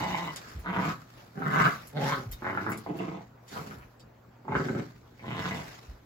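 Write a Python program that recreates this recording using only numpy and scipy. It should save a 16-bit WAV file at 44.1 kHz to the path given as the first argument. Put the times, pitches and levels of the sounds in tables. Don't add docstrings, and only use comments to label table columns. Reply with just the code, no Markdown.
import sys
import numpy as np
from scipy import signal
from scipy.fft import rfft, irfft
from scipy.io import wavfile
from scipy.ndimage import uniform_filter1d

SR = 44100
rng = np.random.default_rng(int(sys.argv[2]) if len(sys.argv) > 2 else 0)


def amplitude_ratio(level_db):
    exponent = np.asarray(level_db, float) / 20
    return 10 ** exponent


def wav_out(sig):
    wavfile.write(sys.argv[1], SR, np.round(np.clip(np.atleast_2d(sig).T, -1, 1) * 32767).astype(np.int16))


N = 266805

# (frequency [Hz], left-right likeness [0-1])
LIKENESS = [(130, .99), (250, .88), (500, .3), (2000, .2), (12000, .2)]


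def evened(x):
    return x / np.sqrt(np.mean(x ** 2) + 1e-20)


def read(points, hz):
    f, value = np.transpose(points)
    return np.interp(np.log(hz + 1), np.log(f + 1), value)


def add(mix, s, sound):
    part = mix[..., round(s * SR):][..., :sound.shape[-1]]
    part += sound[..., :part.shape[-1]]


def steady(x):
    return x / np.sqrt(uniform_filter1d(x ** 2, 4000) + 1e-20)


def resonate(x, hz, width):
    turn = np.exp(2j * np.pi * np.cumsum(hz * np.ones(len(x))) / SR)
    r = np.exp(-np.pi * width / SR)
    smooth = signal.lfilter([(1 - r) ** 2], [1, -2 * r, r * r], x / turn)
    return 2 * (turn * smooth).real


def alike(first, second, hz):
    same = np.clip(read(LIKENESS, hz), -1, 1)[:, None]
    return np.array([first, same * first + np.sqrt(1 - same ** 2) * second])


def noise(field_db):
    frames, hz = N // 128 + 5, np.fft.rfftfreq(512, 1 / SR)
    a, b, c, d, patches = rng.standard_normal((frames, 257, 5)).T
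    patches = evened(uniform_filter1d(uniform_filter1d(patches, 8, 0), 14, 1))
    z = alike(a + 1j * b, c + 1j * d, hz)
    z *= amplitude_ratio(field_db(hz[:, None], np.arange(frames) * 128 / SR) + 2.2 * patches)
    return signal.istft(z, nperseg=512, noverlap=384)[1][:, :N]


def placed(x, lead_ms, left_db):
    late = np.interp(np.arange(len(x)) - lead_ms * SR / 1000, np.arange(len(x)), x)
    left, right = x * amplitude_ratio(left_db / 2), late * amplitude_ratio(-left_db / 2)
    side = signal.lfilter(*signal.butter(2, 200, "high", fs=SR), left - right)
    return (left + right + np.array([side, -side])) / 2


def growl(rows, voice, mouth, unsteady, flutter_db, throat_db, nose_db, muzzle_db, teeth_db):
    breath, flutter_hz = 0.2, 31.92
    s, *columns = np.transpose(rows)
    t = np.arange(s[0], s[-1], 1 / SR)
    level_db, open_db = (np.interp(t, s, c) for c in columns)
    fold_hz, throat_hz = np.linspace(*voice[:2], len(t)), voice[2]
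    rasp_hz, rasp_width, rasp_db = voice[3:]
    mouth_hz = np.interp(t, np.linspace(s[0], s[-1], 3), mouth[:3])

    wander, sway, hiss = rng.standard_normal((len(t), 3)).T
    timing = np.exp(unsteady * evened(uniform_filter1d(wander, 300)))
    turns = np.cumsum(fold_hz * timing) / SR
    flutter_sway = 1 + 0.3 * evened(uniform_filter1d(sway, 1500))
    shake = np.cos(2 * np.pi * np.cumsum(flutter_hz * flutter_sway) / SR)
    size = amplitude_ratio((1 + 8 * unsteady) * rng.standard_normal(400))[turns.astype(int)]
    closing = np.diff(np.floor(turns), prepend=0) * size
    puffs = (0.3 + np.exp(-(turns % 1) / 0.3)) * size * hiss
    drive = (1 - breath) * evened(closing) + breath * evened(puffs)
    drive *= amplitude_ratio(flutter_db * shake)

    def ring(hz, width, db=0):
        return amplitude_ratio(db) * evened(resonate(drive, hz, width))

    def stray():
        return evened(uniform_filter1d(uniform_filter1d(rng.standard_normal(len(t)), 1200), 1200))

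    def roam(hz, width, db):
        return ring(hz * (1 + 0.035 * stray()), width, db + 3 * stray())

    low = ring(180, 170)
    low -= ring(throat_hz, 220, throat_db)
    low += ring(765, 190, nose_db)
    low = signal.sosfilt(signal.butter(4, 72, "high", fs=SR, output="sos"), low)

    bared_db = 0.08 * np.clip(open_db, -20, 10)
    high = ring(mouth_hz, mouth[3])
    high -= roam(1530, 440, muzzle_db)
    high += roam(2070, 320, teeth_db + bared_db)
    high -= roam(rasp_hz, rasp_width, rasp_db + bared_db)
    high += roam(1.28 * rasp_hz, rasp_width, rasp_db - 4 + bared_db)
    onset = np.minimum((t - s[0]) / 0.00068, 1)
    return amplitude_ratio(level_db) * (steady(low) + amplitude_ratio(open_db) * steady(high)) * onset


def gusts(t, top):
    # (time where swell turns to fade [s], relative level there [dB],
    # swell [dB/s], fade [dB/s], top octave against the rest [dB]); a negative swell falls
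    gust_rows = [(.3, -52, -18, 17.5, -11), (0.886, -43.5, 105, 178.5, -12), (1.22, -60, 42, 89, -8.5),
                 (1.629, -42, 94, 73, -9.5), (2.075, -38, 192, 126, -11.5), (2.632, -57.5, 23, 15, -9),
                 (3.0, -55, 195, 59, -17), (3.534, -48.5, 274, 48, -8), (4.581, -52, 190, 20, -14),
                 (5.453, -48, 81, 11.5, -12)]
    let_go_s, let_go_db_per_s = 0.22, 54.5
    top_follows = 0.81
    s, db, swell, fade, top_db = np.transpose(gust_rows)[:, :, None]
    under_db = swell * np.maximum(s - t, 0) + fade * np.maximum(t - s, 0)
    under_db += let_go_db_per_s * np.maximum(t - s - let_go_s, 0)
    each_db = db + top_db - top_follows * under_db if top else db - under_db
    return 10 * np.log10((amplitude_ratio(each_db) ** 2).sum(0))


def rustle():
    # (frequency [Hz], relative level per Hz [dB])
    hiss_colour = [(1500, 4), (2400, -0.5), (3000, -4.5), (4800, -4.5), (8200, -11)]

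    def field(hz, t):
        return np.where(hz > 9000, gusts(t, top=True) - 5, gusts(t, top=False) + read(hiss_colour, hz))

    grain, clumps = (evened(uniform_filter1d(rng.standard_normal(N), size=n)) for n in (200, 900))
    left, right = amplitude_ratio(1.46 * grain + 1.2 * clumps - 10) * noise(field)
    return np.array([left, np.roll(right, shift=19)])


def air():
    # (frequency [Hz], relative level per Hz [dB])
    air_colour = [(30, -28), (55, 6), (90, 4), (200, 1), (550, -3), (1500, -10), (3000, -23.5), (7500, -30),
                  (10000, -39), (15700, -26)]
    # (frequency [Hz], rms level before the waver [dB])
    hum_partials = [(119.5, -58.5), (240, -68)]
    t = np.arange(N) / SR
    waver_db = 1.8 * evened(uniform_filter1d(rng.standard_normal(N), 4000))
    hum = sum(np.sqrt(2) * amplitude_ratio(db + waver_db) * np.sin(2 * np.pi * hz * t) for hz, db in hum_partials)
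    hush = evened(noise(lambda hz, t: read(air_colour, hz) + 0 * t))
    return amplitude_ratio(-54.5) * hush + hum


def tail():
    # (frequency [Hz], time to fall 60 dB [s])
    decay = [(120, 0.46), (400, 0.18), (1200, 0.32), (4000, 0.12), (12000, 0.0044)]
    taps = np.zeros((2, SR // 2))
    at = np.arange(160, SR // 2 - 20, 20) + rng.integers(0, 20, (2, (SR // 2 - 161) // 20))
    np.put_along_axis(taps, at, rng.choice([-1., 1.], at.shape), 1)
    hz, t, z = signal.stft(taps, SR, nperseg=512)
    late = amplitude_ratio(-60 * t / read(decay, hz)[:, None])
    early = amplitude_ratio(7 - 60 * t / 0.07)
    taps = signal.istft(alike(z[0], z[1], hz) * (late + early), SR, nperseg=512)[1]
    return taps / np.linalg.norm(taps, axis=1)[:, None]


def room(x):
    shift_s = 1.3
    turn = np.pi * np.arange(N) / SR / shift_s
    shares = [np.sqrt(2 / 3) * np.cos(turn + k * np.pi / 3) for k in range(3)]
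    return sum(signal.fftconvolve((x * share)[None], tail(), axes=1)[:, :N] for share in shares)


def thump(db, hz):
    t = np.arange(9000) / SR
    swing = np.sin(2 * np.pi * hz * (0.514 * t + 0.023 * (1 - np.exp(-t / 0.023))))
    return amplitude_ratio(db + 1.5 - 60 * t / 0.3) * swing * np.minimum(t / 0.005, 1)


def snap(db, hz):
    # (frequency [Hz], level against the main ring [dB])
    also = [(950, -7.5), (1530, -15.5), (2000, -17)]
    t = np.arange(900) / SR
    ring = np.sin(2 * np.pi * hz * t) + sum(amplitude_ratio(m) * np.sin(2 * np.pi * f * t) for f, m in also)
    return amplitude_ratio(db - 2 - 60 * t / 0.016) * ring * np.minimum(t / 0.0006, 1)


def rattle(db, centre_hz):
    # (frequency [Hz], relative level [dB], time to fall 60 dB [s])
    modes = [(3740, 14.5, 0.053), (4820, 13.5, 0.03), (5540, 4, 0.02), (7380, -5.5, 0.032),
             (9510, 10.5, 0.075), (13650, -18, 0.05), (15660, 2, 0.038)]
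    t = np.arange(5000) / SR
    grain, luck = rng.standard_normal((2, len(t))), rng.standard_normal((len(modes), 2))
    knocks = grain[0] * amplitude_ratio(5 * uniform_filter1d(grain[1], 90) * np.sqrt(90))
    knocks *= amplitude_ratio(-60 * t / 0.09) * np.minimum(t / 0.0025, 1)
    ring = np.zeros(len(t))
    for (hz, mode_db, t60), (level_luck, pitch_luck) in zip(modes, luck):
        near_db = -16 * np.log2(hz / centre_hz) ** 2
        fading = amplitude_ratio(mode_db + 3 * level_luck + near_db - 60 * t / t60)
        ring += fading * np.sin(2 * np.pi * hz * (1 + 0.012 * pitch_luck) * t)
    scrape = resonate(knocks, centre_hz, 7200)
    out = evened(signal.fftconvolve(knocks, ring)[:len(t)]) + amplitude_ratio(3) * evened(scrape)
    return amplitude_ratio(db + 8) * out / abs(out).max()


def scene():
    # (time [s], level of the low voice [dB], mouth opening: high voice against low [dB])
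    growl_curves = [
        [(0.0, -29.5, -6), (0.04, -43.5, 13), (0.07, -39.5, 1.5), (0.15, -42, 7), (0.304, -46.5, 7),
         (0.349, -75, -1)],
        [(0.629, -55.5, 0.5), (0.673, -41, 5), (0.713, -37.5, 2), (0.808, -32, 0.5), (0.873, -34, -2),
         (0.923, -41, 4), (0.998, -77, -20)],
        [(1.332, -58, -1), (1.362, -41, -8.5), (1.397, -35.5, -15), (1.427, -36, -2.5), (1.621, -32, 9.5),
         (1.681, -32, 4.5), (1.791, -87, 15)],
        [(1.921, -53, -33), (1.946, -42, -17), (1.971, -35.5, -3.5), (2.025, -33.5, -7), (2.13, -37, 7.5),
         (2.25, -49, -16)],
        [(2.41, -38, -13), (2.439, -47, 6.5), (2.464, -38, 5.5), (2.549, -40.5, 1.5), (2.584, -41.5, 0),
         (2.624, -41, -3.5), (2.709, -36, 2), (2.809, -53, -17)],
        [(2.861, -33, -9.5), (2.92, -37.5, -15.5), (2.958, -42.5, -11), (3.003, -36, -7), (3.093, -39.5, -8),
         (3.193, -47.5, -3.5), (3.268, -69, 3)],
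        [(3.502, -55, -23), (3.572, -42, 5.5), (3.677, -48, -49), (3.712, -49.5, 2.5), (3.756, -49.5, -14),
         (3.831, -79.5, 26.5)],
        [(4.44, -59, -17), (4.48, -41.5, -13), (4.555, -33, 2.5), (4.639, -36, -12), (4.684, -33.5, -18.5),
         (4.749, -34.5, -15), (4.794, -32, -14), (4.879, -67, -20)],
        [(5.188, -58, -7), (5.235, -48.5, -6.5), (5.293, -39, -3.5), (5.348, -40, 1), (5.483, -41, 3),
         (5.582, -41, -1.5), (5.722, -80, 2)],
    ]
    # (first and last fold pitch [Hz], throat [Hz], rasp [Hz], rasp smoothing width [Hz],
    # rasp before its stray and baring [dB])
    voices = [(180.4, 150, 260, 2900, 350, -13.5), (130.7, 150, 370, 2800, 1400, -17),
              (111.66, 170, 383, 2890, 510, -21), (145.8, 130, 450, 3400, 1050, -12),
              (90, 110, 340, 2800, 330, -26), (132.2, 110, 352, 2760, 900, -18.5),
              (126.2, 110, 410, 3050, 690, -23), (127.6, 125, 372, 2940, 350, -19),
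              (90, 100, 462, 2800, 1700, -6)]
    # (mouth first, half-way, last [Hz], smoothing width [Hz], lead at the left [ms])
    mouths = [(900, 890, 1050, 310, 0.14), (1020, 1000, 1340, 370, 0.19), (1260, 1070, 1430, 590, 0.46),
              (620, 924, 1530, 200, 0.12), (900, 930, 1050, 860, 0.13), (695, 1070, 700, 420, 0.31),
              (790, 1300, 1460, 800, 0.34), (850, 1420, 1430, 780, 0.13), (900, 1010, 760, 360, 0.17)]
    # (unsteady timing [0-1], flutter [dB], throat [dB], nose [dB], muzzle [dB], teeth [dB])
    manners = [(.13, 1, -7, -15, -23.5, -7), (0.2, 2, -10, -10, -5, -12), (.4, 1.5, -8, -9, -4.5, -13.5),
               (0.08, 0, -4.5, -8, -6, -11), (.07, 5, -3, -20, -1.5, -8), (0.4, 0, 1.5, -7, -18.5, -13.5),
               (.25, 3.5, -6, -9, -7, -15), (.2, 5.5, 2, -13, -2, -10), (.25, 3, -15, -9.5, -6, -5.5)]
    # (time [s], relative level [dB], main ring [Hz])
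    snaps = [(0.038, -32.5, 900), (0.145, -16, 900), (1.42, -17.5, 1310), (2.426, -26, 1230),
             (2.451, -19.5, 1480), (2.574, -10.5, 1404), (2.665, -14, 1320), (2.863, -22, 790),
             (4.452, -36, 900), (4.481, -20, 884), (4.522, -17, 870), (4.551, -17.5, 1020),
             (4.576, -19, 1420), (4.647, -24.5, 1640), (4.685, -19.5, 1530), (4.768, -25, 1470),
             (5.194, -35.5, 2200), (5.241, -31.5, 980), (0.649, -35, 1080), (2.72, -23, 2190),
             (2.989, -30, 2720)]
    # (time [s], relative level [dB], centre [Hz])
    rattles = [(0.359, -31, 6800), (.48, -50, 7300), (0.588, -50.5, 13900), (1.869, -41, 10300),
               (2.312, -34.5, 12700), (2.323, -42.5, 4340), (2.694, -39, 13800), (2.717, -40, 7540),
               (2.767, -37, 10200), (2.965, -54, 12800), (3.478, -49, 5770), (3.509, -47.5, 5300),
               (3.993, -54.5, 6540)]
    # (time [s], relative level [dB], pitch that the sinking scales [Hz])
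    thumps = [(0.021, -43, 90), (0.546, -39.5, 80), (2.257, -37, 102), (2.287, -36, 50), (3.754, -47.5, 90),
              (4.495, -38.5, 103), (5.882, -42.5, 52.7)]
    near = np.zeros((2, N))
    for rows, voice, mouth, manner in zip(growl_curves, voices, mouths, manners):
        add(near, rows[0][0], placed(growl(rows, voice, mouth, *manner), mouth[4], -1.5))
    for s, *blow in snaps:
        add(near, s, placed(snap(*blow), 0.21, -1.3))
    for s, *burst in rattles:
        add(near, s, placed(rattle(*burst), 0.41, -0.71))
    for s, *blow in thumps:
        add(near, s, thump(*blow))
    return near + amplitude_ratio(0.2) * room(near[0]) + rustle() + air()


def low_pass(x):
    return signal.sosfilt(signal.butter(12, 16020, fs=SR, output="sos"), x)


def record(dry):
    # (frequency [Hz], level [dB])
    thinning = [(7900, -2), (8300, -22.5), (9000, -19.5), (9500, -11.5), (9900, -2.5)]
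    hz = np.fft.rfftfreq(N, 1 / SR)
    low_cut = 1 / np.sqrt(1 + (42 / (hz + 1)) ** 6)
    colour = amplitude_ratio(read(thinning, hz)) * low_cut * (hz < 15850)
    return low_pass(irfft(rfft(dry) * colour, N))


dry = scene()
out = record(dry)
wav_out(out)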